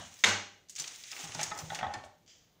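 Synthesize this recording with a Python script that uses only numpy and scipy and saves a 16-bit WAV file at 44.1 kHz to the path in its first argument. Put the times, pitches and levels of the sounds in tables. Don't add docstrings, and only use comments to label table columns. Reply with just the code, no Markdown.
import sys
import numpy as np
from scipy import signal
from scipy.fft import rfft, irfft, next_fast_len
from scipy.io import wavfile
from scipy.ndimage import uniform_filter1d, map_coordinates

SR = 44100
rng = np.random.default_rng(int(sys.argv[2]) if len(sys.argv) > 2 else 0)


def invert_db(x):
    u = np.asarray(x, float) / 20
    return 10 ** u


def put_to_file(sound):
    columns = np.atleast_2d(sound).T
    safe = np.clip(columns, -1, 1)
    whole_steps = np.round(safe * 32767)
    wavfile.write(sys.argv[1], SR, whole_steps.astype(np.int16))


N = 114660


def unit(x):
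    return x / np.sqrt(np.mean(x ** 2) + 1e-20)


def along(points, hz):
    f, v = np.transpose(points)
    return np.interp(np.log(hz + 1), np.log(f + 1), v)


def coloured(x, gain):
    m = next_fast_len(len(x) + 4096)
    return irfft(rfft(x, m) * gain(np.fft.rfftfreq(m, 1 / SR)), m)[:len(x)]


def eq(x, curve):
    return coloured(x, lambda hz: invert_db(along(curve, hz)))


def add(track, s, x):
    i = round(s * SR)
    x = x[max(-i, 0):][:N - max(i, 0)]
    track[max(i, 0):][:len(x)] += x


def ring(modes, t, scatter_db):
    x = np.zeros(len(t))
    for hz, db, t60 in modes:
        envelope = invert_db(db + scatter_db * rng.normal() - 60 * t / t60)
        x += envelope * np.sin(2 * np.pi * (hz * t + rng.random()))
    x = x * (1 - np.exp(-t / 0.00005))
    return x / np.abs(x).max()


# (time [s], level of the blow [dB], level of the room's answer [dB])
KNOCKS = [(0.2386, -5, -28)]
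# (delay [s], level relative to the blow [dB])
BOUNCES = [(0, -4), (.0025, -4.5), (.0048, -1.5), (.0085, -4)]
# (frequency [Hz], level before scatter [dB], decay t60 [s])
OBJECT = [(1540, -12, 0.026), (1996, 3.5, 0.015), (2225, -7, 0.031), (2873, -3, 0.013), (3320, 3.5, 0.007),
          (3693, -1.5, 0.018), (4224, -17.5, 0.01), (5200, -12.5, 0.016), (6520, -5.5, 0.016),
          (7250, -13.5, 0.022)]
# (frequency [Hz], gain [dB])
KNOCK_TAIL = [(110, -55), (189, -8), (262, -17), (480, -8), (553, -9), (803, -7), (1340, -9), (2190, -9.5),
              (4860, -14.5), (6430, -9), (8920, -26), (16000, -49.5)]
# (frequency [Hz], level [dB], decay t60 [s], swell time constant [s])
COUNTER = [(98.8, -16, 0.35, 0.13), (204, -33.5, 0.41, 0.01), (390, -52.5, 0.97, 0.034),
           (592, -37.5, 0.53, .005), (809, -34.5, 0.53, 0.033)]


def knocks():
    out, t, long = np.zeros(N), np.arange(SR // 20) / SR, np.arange(SR * 3 // 4) / SR
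    crack_gain, crack_t60_s = 0.5 * invert_db(-0.5), 0.0055
    ring_in_tail_db, ring_width_hz = 3, 35

    def crack_colour(hz):
        return invert_db(along(KNOCK_TAIL, hz)) * np.clip(hz / 700 - 1.2, 0, 1)

    def answer_colour(hz):
        peaks = sum(1 / (1 + ((hz - mode_hz) / ring_width_hz) ** 2) for mode_hz, _, _ in OBJECT[:7])
        return invert_db(along(KNOCK_TAIL, hz)) * (1 + invert_db(ring_in_tail_db) * peaks)

    for s, db, room_db in KNOCKS:
        for delay, loss_db in BOUNCES:
            noise = unit(coloured(rng.standard_normal(len(t)), crack_colour))
            crack = crack_gain * invert_db(-60 * t / crack_t60_s) * noise * (1 - np.exp(-t / .0003))
            add(out, s + delay, invert_db(db + loss_db) * (ring(OBJECT, t, 3) + crack))
        answer = coloured(tail(ROOM_FILL_S), answer_colour)
        add(out, s + .002, invert_db(room_db) * answer / np.std(answer[:SR // 10]))
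        for hz, boom_db, t60, swell_s in COUNTER:
            pair = ring([(hz, 0, t60), (hz * 1.03, -9, t60)], long, 1)
            add(out, s, invert_db(boom_db) * pair * (1 - np.exp(-long / swell_s)) ** 2)
    return out


# (time [s], peak level [dB], centre frequency [Hz], decay t60 [s])
CRACKLES = [(0.14, -42, 7100, 0.046), (0.19, -44, 6900, 0.27), (0.6857, -49, 5500, 0.05),
            (0.6954, -33, 7770, 0.13), (0.7531, -35, 5950, 0.025), (0.7604, -31, 5850, 0.087),
            (0.7816, -34.5, 3350, 0.17), (0.7868, -31, 6200, 0.056), (0.7979, -25, 6100, 0.081),
            (0.82, -29, 6500, 0.02), (0.8416, -31, 3120, 0.047), (0.8774, -27.5, 5740, 0.021),
            (0.9588, -38.5, 7500, 0.036), (1.037, -33, 4120, 0.057), (1.1156, -29.5, 5240, 0.04),
            (1.1294, -35, 2360, 0.045), (1.1644, -32, 2260, 0.08), (1.2391, -35.5, 6500, 0.11),
            (1.32, -35, 2720, 0.034), (1.3478, -28, 6000, 0.034), (1.371, -52, 6500, 0.021),
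            (1.3931, -30.5, 2220, 0.27), (1.402, -31.5, 2420, 0.18), (1.4123, -25.5, 6800, 0.036),
            (1.4305, -18, 6430, 0.066), (1.4384, -25.5, 6600, 0.015), (1.504, -37, 6400, 0.016),
            (1.5496, -40, 6800, 0.028), (1.5754, -35, 7300, 0.13), (1.5879, -30.5, 5800, 0.074),
            (1.6036, -41, 7300, 0.028), (1.7474, -28, 5600, 0.047), (1.753, -31, 2160, 0.092),
            (1.7887, -27.5, 2350, 0.084), (1.938, -32.5, 4440, 0.061), (2.0374, -44, 3100, 0.056),
            (2.047, -48, 8100, 0.12)]
# (frequency [Hz], twice the gain [dB])
PAPER = [(300, -26.5), (800, 2.5), (1780, 12), (4340, 7), (6440, 13), (10700, -16), (13400, -30.5),
         (15000, -17), (16400, 0)]


def crackles():
    out, t = np.zeros(N), np.arange(SR // 10) / SR
    slope_octaves, slope_db = 0.63, -6

    for s, db, centre_hz, t60 in CRACKLES:
        def colour(hz):
            off_centre = np.abs(np.log2((hz + 1) / centre_hz)) / slope_octaves
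            return invert_db(along(PAPER, hz) / 2 + slope_db * np.minimum(off_centre, 4))

        decay = invert_db(-60 * t / t60) + 0.53 * invert_db(-60 * t / 0.02)
        attack = 1 - np.exp(-t / 0.00026)
        burst = unit(coloured(rng.standard_normal(len(t)), colour)) * decay * attack
        add(out, s, invert_db(db) * burst / np.abs(burst).max())
    return out


# (time [s], hiss level [dB], lower scrape level [dB], top treble level [dB])
SLIDE = [(0, -54.5, -94, -76.5), (.1, -58.5, -69, -76), (.22, -60, -68.5, -68), (.3, -57, -104, -60),
         (.45, -72, -61, -88), (0.682, -79.5, -82, -94), (0.699, -75, -83, -70), (0.751, -61, -97, -82),
         (.79, -49, -55.5, -63), (.9, -51, -60.5, -70.5), (1.0, -53, -71, -66), (1.11, -51, -77, -70),
         (1.118, -48.5, -61, -62), (1.2, -45.5, -54, -60), (1.335, -50, -56.5, -75),
         (1.421, -44.5, -50.5, -63), (1.53, -59, -55, -75.5), (1.6, -55, -48.5, -61), (1.68, -54, -69, -72),
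         (1.756, -48.5, -51.5, -65), (1.85, -69, -55.5, -87.5), (1.961, -62.5, -49, -88),
         (2.03, -70, -62, -93), (2.098, -84, -69, -92), (2.2, -78.5, -82, -87), (2.6, -83.5, -76.5, -84.5)]
# (frequency [Hz], gain [dB])
HISS = [(590, -39), (1000, -20.5), (1960, -1.5), (2780, -2), (3910, -1.5), (4410, -6), (6460, 3),
        (11000, -19.5), (14300, -53)]
# (frequency [Hz], gain [dB])
SCRAPE = [(150, -62), (250, -1), (566, -6.5), (763, -1), (1090, -1), (3500, -11.5), (4550, -51.5),
          (7700, -120)]
# (frequency [Hz], gain [dB])
AIR = [(5290, -29.5), (9000, -7.5), (13400, -9.5), (15500, 6.5), (16000, -13.5), (16400, -57)]


def slide():
    s, *levels_db = np.transpose(SLIDE)
    out, t = np.zeros(N), np.arange(N) / SR
    grains_per_s, grain_spread_db, grain_cap_db, grain_share = 500, 7, 12, 0.35
    for level_db, colour in zip(levels_db, (HISS, SCRAPE, AIR)):
        size_db = np.minimum(grain_spread_db * rng.exponential(size=N), grain_cap_db)
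        grains = (rng.random(N) < grains_per_s / SR) * invert_db(size_db) * rng.choice([-1, 1], N)
        mix = grain_share * unit(grains) + (1 - grain_share) * rng.standard_normal(N)
        flutter_db = 1.5 * map_coordinates(rng.standard_normal(200), [t * 60])
        out += invert_db(np.interp(t, s, level_db) + flutter_db) * unit(eq(mix, colour))
    return out


# (time [s], peak level [dB], boost of the upper modes [dB])
CLACKS = [(1.123, -42.5, 9), (1.237, -43, -1), (1.35, -34.5, -2.5), (1.392, -31, -1.5), (1.414, -32, 2.5),
          (1.5125, -33, 12), (1.517, -30, -3.5), (1.588, -38, -9), (1.702, -30, 5), (1.72, -31, -2),
          (1.73, -33, -8), (1.789, -34, -5), (1.81, -31, -3), (1.829, -21.5, -1), (1.842, -24.5, -2),
          (1.851, -34, -10), (1.867, -29, -2), (1.885, -35, -21), (1.939, -31.5, 1.5), (1.962, -37.5, -3.5),
          (2.039, -40, -11.5), (2.061, -44, -15)]
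# (frequency before detune [Hz], level before boost and scatter [dB], decay t60 [s])
TRAY = [(208, -15.5, 0.08), (604, -1.5, 0.066), (683, -12, 0.019), (771, 0.5, 0.044), (799, 2.5, 0.082),
        (833, 0, 0.16), (1064, -11, 0.12), (1188, -10.5, 0.21), (1332, -3.5, 0.12), (1501, 0.5, 0.053),
        (1698, -5, 0.094), (1890, -0.5, 0.06), (2106, -6, 0.06), (2440, -14, 0.028), (3350, -4, .03),
        (3630, -8, 0.045), (3964, -6, 0.025)]


def tray_clacks():
    out, t = np.zeros(N), np.arange(SR // 4) / SR
    detune, upper_hz = 0.04, 1000
    rattle_db, rattle_t60_s, contact_s = -23.5, 0.023, 0.00033
    for s, db, upper_db in CLACKS:
        drive = invert_db(rattle_db - 60 * t[:SR // 20] / rattle_t60_s) * rng.standard_normal(SR // 20)
        drive[0] = 1
        modes = [(hz * (1 + detune * rng.normal()), mode_db + upper_db * (hz > upper_hz), t60)
                 for hz, mode_db, t60 in TRAY]
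        x = signal.fftconvolve(drive, ring(modes, t, 3))
        x = x * (1 - np.exp(-np.arange(len(x)) / SR / contact_s))
        add(out, s, invert_db(db) * x / np.abs(x).max())
    return out


# (time [s], level [dB], frequency [Hz], decay t60 [s])
THUDS = [(0.798, -53, 150, 0.15), (1.236, -44, 161, 0.21), (1.289, -45, 108, 0.11), (1.35, -42, 154, 0.36),
         (1.355, -45, 101, 0.098), (1.476, -50, 99, 0.19), (1.519, -51.5, 104.6, 0.4),
         (1.613, -44, 158.9, 0.63), (1.63, -35, 107, 0.063), (1.697, -50, 100, 0.28),
         (1.817, -41, 124, 0.14), (1.853, -42.5, 81.3, 0.22), (1.964, -42, 111, 0.11),
         (2.05, -52, 94.4, 0.13)]


def tray_thuds():
    out, t = np.zeros(N), np.arange(SR // 2) / SR
    width, broad_db, attack_s = 0.12, -8.5, 0.0059

    for s, db, hz, t60 in THUDS:
        def band(f):
            narrow = 1 / (1 + ((f - hz) / (width * hz)) ** 2)
            broad = invert_db(broad_db) / (1 + (f / (6.0 * hz)) ** 4) * (f > 35)
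            return narrow + broad

        rough = unit(coloured(rng.standard_normal(len(t)), band)) * invert_db(-60 * t / t60)
        thud = ring([(hz, 0, t60)], t, 0) + 0.51 * rough
        add(out, s, invert_db(db) * thud * (1 - np.exp(-t / attack_s)))
    return out


# (time [s], level of the room's answer [dB])
CLINKS = [(2.262, -70), (2.278, -61)]
# (frequency [Hz], gain [dB])
CLINK = [(710, -60), (1300, -17), (2000, -9), (2640, -9.5), (3150, 1), (3800, -9), (4400, -8), (4800, 0),
         (5300, -5), (6200, -0.5), (7200, -4.5), (8680, -25), (13000, -69)]


def clinks():
    out = np.zeros(N)
    tick_decay = invert_db(7 - 60 * np.arange(2000) / SR / 0.028)
    for s, db in CLINKS:
        x = eq(tail(0.00617, stretch=1.6), CLINK)
        x = x / np.std(x[:SR // 10])
        add(out, s, invert_db(db) * x)
        add(out, s, invert_db(db) * tick_decay * x[2000:4000])
    return out


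# (frequency [Hz], t60 before any stretch [s])
ROOM = [(60, 0.48), (200, 0.54), (500, 0.36), (1100, 0.43), (3000, 0.47), (7000, 0.43), (12000, 0.22)]
ROOM_FILL_S = 0.022


def tail(fill_s, stretch=1):
    hz, t, z = signal.stft(rng.standard_normal(SR * 3 // 4), SR, nperseg=256)
    t60 = along(ROOM, hz)[:, None] * stretch
    x = signal.istft(z * invert_db(-60 * t / t60), SR, nperseg=256)[1]
    x = x * (1 - np.exp(-np.arange(len(x)) / SR / fill_s))
    return x / np.linalg.norm(x)


def room(x):
    out, step = np.zeros(N), SR // 5
    for i in range(0, N, step):
        add(out, i / SR, signal.fftconvolve(x[i:i + step], tail(ROOM_FILL_S)))
    return out


# (frequency [Hz], gain [dB])
FADING = [(40, -25.5), (93, -2), (240, -6), (442, -21.5), (635, -2), (796, -2.5), (912, -10), (1680, -11.5),
          (2590, -22.5), (2830, -9.5), (4990, -21.5), (6410, -16), (9000, -26), (11700, -56)]


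def fading():
    x = eq(tail(ROOM_FILL_S), FADING)[round(0.08 * SR):]
    return np.pad(invert_db(-48) * x / np.std(x[:SR // 20]), (0, N))[:N]


# (frequency [Hz], gain [dB])
FLOOR = [(15, -35), (25, -4.5), (146, 4.5), (272, -3.5), (567, -4), (723, -7), (1350, -27.5), (2030, -20),
         (3890, -14.5), (8320, -35.5), (15100, -22.5), (16400, -46.5)]


def noise_floor():
    return invert_db(-71) * unit(eq(rng.standard_normal(N), FLOOR))


# (start [s], end [s], side level before the treble cut [dB])
SPREADS = [(.235, 0.244, -3.5), (0.685, 0.696, -9), (0.786, 0.818, 0), (1.195, 1.226, -9),
           (1.4, 1.432, -15), (1.578, 1.606, -4), (1.925, 1.954, -2)]


def treble_spread(mid):
    t, wide_hz = np.arange(N) / SR, 4600
    gates = sum(invert_db(db) * (t > start) * (t < end) for start, end, db in SPREADS)

    def treble(hz):
        return np.clip((hz - wide_hz) / 300, 0, 1) * invert_db(-hz / 2000)

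    return uniform_filter1d(gates, size=200) * coloured(np.roll(mid, SR // 700), treble)


def scene():
    snaps, clacks, thuds = crackles(), tray_clacks(), tray_thuds()
    dull_clacks = coloured(clacks, lambda hz: 1 / np.hypot(1, hz / 1800))
    wet = room(invert_db(-10.5) * snaps + invert_db(-6) * dull_clacks + invert_db(-13.5) * thuds)
    mid = knocks() + snaps + slide() + clacks + thuds + clinks() + wet + fading() + noise_floor()
    side = treble_spread(mid)
    return np.array([mid + side, mid - side])


def band_limit(x):
    return signal.sosfilt(signal.butter(12, 16670, fs=SR, output="sos"), x)


def record(dry):
    top_hz = 15850
    mix = np.array([coloured(channel, lambda hz: np.clip((top_hz - hz) / 300, 0, 1)) for channel in dry])
    return band_limit(mix)


dry = scene()
out = record(dry)
put_to_file(out)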